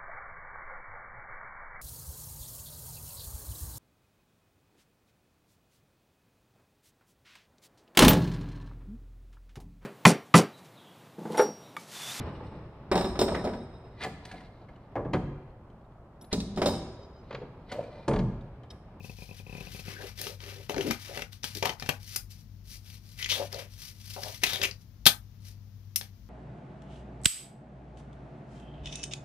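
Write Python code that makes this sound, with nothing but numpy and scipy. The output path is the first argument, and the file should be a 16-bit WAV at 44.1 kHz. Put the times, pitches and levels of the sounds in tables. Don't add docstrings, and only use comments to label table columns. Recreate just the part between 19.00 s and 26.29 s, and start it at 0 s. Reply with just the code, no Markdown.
import sys
import numpy as np
from scipy import signal
from scipy.fft import rfft, irfft, next_fast_len
from scipy.io import wavfile

SR = 44100
rng = np.random.default_rng(int(sys.argv[2]) if len(sys.argv) > 2 else 0)


def pcm_store(signal):
    levels = np.round(np.clip(np.atleast_2d(signal), -1, 1) * 32767)
    wavfile.write(sys.argv[1], SR, levels.astype(np.int16).T)


N = 321489

# frequency_hz, correlation
PORT_COHERENCE = [(60, .94), (150, 0.81), (300, 1), (700, .4), (1500, 0.11), (4000, .1), (8000, .01)]


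def rustle():
    # start_s, rise_s, hold_s, level_db, pitch_hz
    strokes = [(0.011, 0.029, 0.076, -57, 3900), (0.133, 0.04, 0.11, -57.5, 3870),
               (0.3, 0.068, 0.025, -55.5, 3400), (0.449, 0.069, 0.15, -54.5, 2660),
               (0.679, 0.046, 0.077, -49.5, 3460), (0.825, 0.039, 0.076, -49.5, 2430),
               (0.959, 0.059, .08, -50.5, 2570), (1.154, 0.036, 0.11, -44.5, 3600),
               (1.389, 0.026, .1, -49.5, 2400), (1.523, 0.019, 0.11, -57.5, 2780),
               (1.69, 0.0051, 0.011, -46, 2720), (1.733, 0.08, 0.12, -43, 2500),
               (1.976, 0.024, 0.053, -52.5, 3420), (2.038, 0.042, 0.13, -48, 2490),
               (2.313, .012, .01, -52, 3600), (2.429, 0.01, 0.047, -43.5, 3600),
               (2.526, 0.031, 0.027, -46, 3850), (2.62, 0.0098, 0.076, -46.5, 2660),
               (2.784, 0.02, 0.13, -52, 2900), (2.994, 0.016, 0.018, -56, 4430),
               (3.042, 0.025, 0.11, -49, 4400), (3.295, 0.015, 0.01, -51.5, 4700),
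               (3.376, 0.011, 0.0076, -62.5, 4500), (3.64, 0.073, .04, -50.5, 4960),
               (3.832, 0.026, .1, -56.5, 3900), (4.014, 0.029, 0.12, -61, 4300),
               (4.166, 0.031, 0.036, -45, 3180), (4.271, 0.027, 0.045, -40.5, 3070),
               (4.321, .02, 0.095, -44.5, 3240), (4.496, 0.045, 0.081, -47, 2780),
               (4.698, 0.14, 0.052, -47.5, 4400), (4.949, 0.15, 0.1, -48, 4450),
               (5.212, 0.01, 0.14, -47, 3900), (5.416, 0.023, 0.12, -37.5, 2780),
               (5.608, 0.01, 0.0082, -40.5, 2860), (5.626, 0.0052, 0.0049, -35, 2870),
               (5.767, 0.035, 0.022, -68, 4800), (6.325, .02, 0.021, -78.5, 2200),
               (6.405, 0.076, 0.0067, -54, 4500), (7.008, .006, 0.0052, -50, 3300)]
    slack_pitch_hz = 2555
    out, slips = np.zeros(N), crinkle(per_s=240, spread_db=2.5, t60=0.032, steady=0.95)
    for start, rise, hold, level_db, hz in strokes:
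        drive, envelope = gesture(slips, start, rise, hold, level_db, fall_db_per_s=325)
        octaves_up = np.log2(hz / slack_pitch_hz)
        fizz_db, slack_db = -8.5 + 4.5 * octaves_up, -8 - 11 * octaves_up
        add(out, start, envelope * rubber(drive, hz, fizz_db, slack_db, width_hz=3200, ring_db=20))
    return out


def rubber(drive, hz, fizz_db, slack_db, width_hz, ring_db):
    # frequency_hz, gain_db
    spectrum = [(450, -17), (800, -15), (1300, -10), (2000, -4), (3600, -5.5), (5800, -2), (7000, -10.5),
                (10000, -14), (14600, -16), (16000, -26.5)]
    fizz_hz, slack_hz = 7600, 1850
    whole = colour(drive, lambda f: gain_of(read(spectrum, f)))
    fizz = colour(whole, lambda f: 1 / (1 + (fizz_hz / (f + 1)) ** 12))
    slack = colour(whole, lambda f: 1 / (1 + (f / slack_hz) ** 12))
    body = whole - fizz - slack
    ring = gain_of(ring_db) * unit_rms(resonate(body, hz, width_hz))
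    hump = unit_rms(unit_rms(body) + ring)
    return hump + gain_of(fizz_db) * unit_rms(fizz) + gain_of(slack_db) * unit_rms(slack)


def snap(peak_db, hz, thump_db, fizz_db, noise):
    # frequency_hz, gain_db, t60_s
    hand_modes = [(162, -8, 0.11), (242.6, -2.5, 0.067), (505, 7, 0.0067), (830, 1.5, 0.023)]
    t = np.arange(len(noise)) / SR
    flutter_t60 = 0.038 * gain_of(0.4 * peak_db)
    drive = noise * np.minimum(t / 0.00013, 1) * gain_of(-60 * (t / flutter_t60) ** 1.77)
    crack = rubber(drive, hz, fizz_db, slack_db=thump_db / 2 - 3.5, width_hz=hz / 4.5, ring_db=5.0)
    thump = unit_rms(damped_modes(hand_modes, t, detunes=0.051 * noise[::-1]))
    return gain_of(peak_db) * (crack + gain_of(thump_db) * thump) / abs(crack).max()


def snaps():
    # start_s, crack_peak_db,
    # pitch_hz, relative_thump_db, relative_fizz_db
    folds = [(1.214, -24.5, 5100, -7, 4), (1.2685, -25.5, 3100, -5.5, -27), (1.404, -33.5, 3500, -13, -31),
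             (1.4385, -34, 2680, -9, -29), (1.6955, -23, 2900, -5.5, -12), (1.744, -28.5, 2160, 5, -28),
             (1.7637, -29, 2010, -1, -19), (1.7804, -25, 1570, -2, -32), (1.8088, -20.5, 2960, -4, -35),
             (1.9092, -16.5, 1430, -3.5, -8.5), (2.1735, -23.5, 1810, -4, -12),
             (2.1934, -27.5, 1870, 1, -11), (2.2204, -23, 2100, -7, -14.5), (2.3304, -35, 3900, -18, -10),
             (2.4334, -26, 5560, -25, -19), (2.4414, -19, 3130, -8, -9.5), (2.5501, -24, 4340, -33, -8),
             (2.5704, -27, 4090, -32, -4), (2.6261, -17.5, 2740, -11, -16), (2.6495, -25, 2900, -20, -14),
             (2.655, -15.5, 2820, -7.5, -9.5), (2.672, -21.5, 2950, -29, -28),
             (2.6935, -20.5, 2920, -7, -23), (2.798, -28, 5400, -13, -12), (2.824, -25, 2780, 1, -16),
             (2.8614, -29.5, 1500, -4, -25), (2.8905, -12, 2700, -2.5, -9),
             (3.1605, -15.5, 5200, -20.5, 1.5), (4.2263, -21.5, 3000, -31, -31),
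             (4.244, -19.5, 3060, -40, -30), (4.26, -21, 1980, -27, -17), (4.2895, -26, 3230, -45, -26),
             (4.3162, -13, 3400, -40, -15.5), (4.3235, -19, 3700, -17, -25), (4.527, -27, 5100, -23, -12),
             (4.544, -27.5, 4500, -19, -20), (5.1632, -35.5, 2560, 5, -20), (5.234, -23, 4830, -10, -11),
             (5.4354, -9, 1910, -19, -9.5), (5.5335, -18.5, 3540, -15, -7), (5.6156, -18.5, 3370, -15, -34),
             (5.635, -15, 2700, -25, -16.5), (5.6443, -14.5, 2770, -25, -20.5),
             (5.652, -18, 2400, -27, -12), (5.7114, -27, 4630, -39, -29), (6.056, -11, 4400, -42, -10.5),
             (6.0642, 1, 3520, -17, -5.5), (6.959, -10, 5600, -41, 2.5), (7.0117, -26, 3900, -9, -23.5)]
    chatter_start_s, gap_s = 4.2957, 0.0023
    chatter = [(chatter_start_s + k * gap_s, -21, 3300, -52, -19) for k in range(7)]
    out = np.zeros(N)
    for start, *fold in folds + chatter:
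        add(out, start, snap(*fold, noise=rng.standard_normal(2600)))
    return out


def burbles():
    # start_s, rise_s, hold_s, level_db, pitch_hz
    puffs = [(.48, 0.082, 0.21, -63, 270), (.85, 0.013, 0.12, -55.5, 310), (.98, 0.01, 0.058, -47, 440),
             (1.17, 0.039, 0.12, -51, 414), (1.4, .03, .18, -55.5, 397), (1.693, 0.0042, 0.011, -36, 450),
             (1.742, 0.0026, 0.0055, -39, 370), (1.759, 0.0054, 0.013, -32, 310),
             (1.778, 0.0053, .014, -37, 330), (1.8, 0.0034, 0.01, -44, 340),
             (1.82, 0.043, 0.021, -31.5, 270), (1.893, 0.0064, 0.016, -34, 280),
             (2.07, 0.038, 0.084, -46, 490), (2.55, 0.0067, 0.017, -45.5, 255),
             (2.624, 0.0019, 0.008, -32.5, 620), (2.652, 0.0065, 0.0083, -33.5, 800),
             (2.691, 0.0015, 0.004, -34.5, 720), (2.63, 0.042, 0.035, -42.5, 473),
             (2.81, 0.011, 0.025, -60, 402), (2.885, 0.0045, 0.0076, -38.5, 606),
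             (4.3, 0.054, 0.064, -41, 520), (4.382, 0.019, 0.011, -41.5, 490),
             (4.422, 0.0056, 0.0079, -54, 465), (4.515, 0.019, 0.089, -46, 497),
             (5.161, .003, .02, -42, 640), (5.21, 0.018, 0.075, -47, 590),
             (5.428, 0.0033, 0.0078, -41, 360), (5.525, 0.0047, 0.037, -44, 585),
             (5.595, 0.0049, 0.0585, -44.5, 400), (5.68, 0.0058, 0.0072, -51, 456)]
    return resonant_bursts(puffs, fall_db_per_s=603.5, q=1.4)


def squeaks():
    # start_s, rise_s, hold_s, level_db, pitch_hz
    rubs = [(.86, 0.018, 0.068, -57, 2100), (.95, 0.011, 0.054, -50.5, 1650),
            (4.185, .01, 0.025, -43.5, 2110), (4.29, .01, 0.06, -35.5, 3400),
            (5.455, 0.0087, 0.1, -37.5, 3570)]
    return resonant_bursts(rubs, fall_db_per_s=400, q=5)


def chair():
    # start_s, level_db
    creaks = [(0.0044, -43), (0.0438, -39.5), (0.0952, -39), (0.1853, -44), (0.2202, -39.5), (0.29, -44.5),
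              (0.3102, -39), (0.3984, -43.5), (0.4655, -41), (0.4944, -40.5), (0.5258, -38.5), (0.55, -36),
              (0.5796, -38), (0.607, -36), (0.6694, -39), (0.7462, -40), (0.792, -40.5), (0.8796, -36)]
    # frequency_hz, gain_db, t60_s
    joint_modes = [(2530, 7.5, 0.018), (1000, -12, 0.049), (713, 4, 0.016), (495, 6, 0.017)]
    knock_hz, knock_db, knock_t60 = 176, 6, 0.038
    out, t = np.zeros(N), np.arange(3000) / SR
    attack = np.minimum(t / 0.0028, 1)
    for start, level_db in creaks:
        wobble = rng.uniform(-1.14, 1, 5)
        joint = damped_modes(joint_modes, t, detunes=0.022 * wobble[:4])
        knock = damped_modes([(knock_hz, knock_db, knock_t60)], t, detunes=0.055 * wobble[4:])
        add(out, start, gain_of(level_db) * (joint + knock) * attack)
    return out


def reverberation(x):
    # frequency_hz, t60_s
    decay_times = [(200, 0.14), (1000, 0.23), (3000, 0.14), (12000, 0.18)]
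    echoes = np.zeros((2, 16000))
    arrivals = np.arange(120, 15960, 20) + rng.integers(0, 20, (2, 792))
    np.put_along_axis(echoes, arrivals, rng.choice([-1., 1.], arrivals.shape), 1)
    hz, t, (left, independent) = signal.stft(echoes, SR, nperseg=256)
    alike = read(PORT_COHERENCE, hz)[:, None]
    right = alike * left + np.sqrt(1 - alike ** 2) * independent
    decay = gain_of(-60 * t / read(decay_times, hz)[:, None])
    tail = signal.istft(np.array([left, right]) * decay, SR, nperseg=256)[1]
    return signal.fftconvolve(x[None], tail / np.linalg.norm(tail[0]), axes=1)[:, :N]


def room_air():
    # frequency_hz, relative_density_db
    spectrum = [(15, -32), (25, -9), (53, -10), (70, -17), (102, -13.5), (127, -15.5), (206, -24),
                (277, -33), (427, -41), (1100, -46), (2600, -50), (5730, -46), (8590, -63), (14800, -49),
                (16000, -57.5)]
    left, independent = colour(rng.standard_normal((2, N)), lambda f: gain_of(read(spectrum, f)))
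    right = colour(left, lambda f: read(PORT_COHERENCE, f))
    right += colour(independent, lambda f: np.sqrt(1 - read(PORT_COHERENCE, f) ** 2))
    return gain_of(-51.5) * unit_rms(np.array([left, right]))


def mains_hum():
    # frequency_hz, level_db, waver_rms_db
    partials = [(51.8, -61.5, 0), (98.4, -51.5, 2.5), (211.6, -68.5, 1.5)]
    hum, t = np.zeros(N), np.arange(N) / SR
    waver_rates_hz = np.geomspace(.5, 9, num=16)
    for hz, db, waver_db in partials:
        waver = unit_rms(sum(np.sin(2 * np.pi * (f * t + rng.random())) for f in waver_rates_hz))
        hum += gain_of(db + waver_db * waver) * np.sqrt(2) * np.sin(2 * np.pi * (hz * t + rng.random()))
    return hum


def ports(x):
    # frequency_hz, lead_rad
    phase_lead = [(100, .05), (500, 0.9), (1460, 1.6), (3530, 1.4), (8440, 1.69), (15000, 1.2)]
    return np.array([x, colour(x, lambda f: np.exp(1j * read(phase_lead, f)))])


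def resonant_bursts(bursts, fall_db_per_s, q):
    out, stream = np.zeros(N), crinkle(per_s=260, spread_db=1.5, t60=0.022, steady=0.7)
    for start, rise, hold, level_db, hz in bursts:
        drive, envelope = gesture(stream, start, rise, hold, level_db, fall_db_per_s)
        ring = resonate(resonate(drive, hz, hz / q), hz, hz / q)
        add(out, start, envelope * unit_rms(ring))
    return out


def crinkle(per_s, spread_db, t60, steady):
    strengths = gain_of(spread_db * np.minimum(rng.exponential(1, N), 4))
    slips = strengths * (rng.random(N) < per_s / SR)
    jumps = unit_rms(signal.lfilter([1], [1, -gain_of(-60 / t60 / SR)], slips))
    return unit_rms((steady + jumps) * rng.standard_normal(N))


def gesture(source, start, rise, hold, level_db, fall_db_per_s):
    rise, rise_db, fall_db = max(rise, .002), 18, 45
    part = source[round(start * SR):][:round((rise + hold + fall_db / fall_db_per_s) * SR)]
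    t = np.arange(len(part)) / SR
    attack_db = rise_db * np.minimum(t / rise - 1, 0)
    release_db = -fall_db_per_s * np.maximum(t - rise - hold, 0)
    return part, gain_of(level_db + attack_db + release_db)


def damped_modes(modes, t, detunes):
    return sum(gain_of(db - 60 * t / t60) * np.sin(2 * np.pi * hz * (1 + detune) * t)
               for (hz, db, t60), detune in zip(modes, detunes))


def resonate(x, hz, width_hz):
    carrier = np.exp(2j * np.pi * np.cumsum(hz * np.ones(len(x))) / SR)
    pole = np.exp(-np.pi * width_hz / SR)
    return 2 * (carrier * signal.lfilter([1 - pole], [1, -pole], x / carrier)).real


def colour(x, gain):
    size = next_fast_len(x.shape[-1] + 2048)
    return irfft(rfft(x, size) * gain(np.fft.rfftfreq(size, 1 / SR)), size)[..., :x.shape[-1]]


def read(points, hz):
    f, value = np.transpose(points)
    return np.interp(np.log(hz + 1), np.log(f + 1), value)


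def add(mix, start_s, sound):
    part = mix[round(start_s * SR):][:len(sound)]
    part += sound[:len(part)]


def gain_of(db):
    return 10 ** (np.asarray(db) / 20)


def unit_rms(x):
    return x / np.sqrt(np.mean(x ** 2) + 1e-20)


def scene():
    near = chair() + rustle() + burbles() + squeaks() + snaps()
    return ports(near) + gain_of(-6) * reverberation(near) + room_air() + mains_hum()


def record(dry):
    # frequency_hz, loss_db
    right_loss = [(60, 7), (180, 7), (550, 5), (1200, 10), (2500, 6), (4970, 13), (8000, 4), (15000, 4.5)]
    notch_hz, notch_width_hz, notch_db = 8220, 590, -6
    low_cut_hz, high_cut_hz = 38, 15700
    left = dry[0] * gain_of(3.0)
    right = colour(dry[1], lambda f: gain_of(2.5 - read(right_loss, f)))
    notch = lambda f: gain_of(notch_db * np.exp(-((f - notch_hz) / notch_width_hz) ** 2))
    stereo = colour(np.array([left, right]), lambda f: notch(f) / (1 + (low_cut_hz / (f + 1)) ** 14))
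    band_limit = signal.firwin(511, high_cut_hz, window=("kaiser", 9), fs=SR)
    return signal.oaconvolve(np.clip(stereo, -1, 1), band_limit[None], "same")


dry = scene()
out = record(dry)
pcm_store(out)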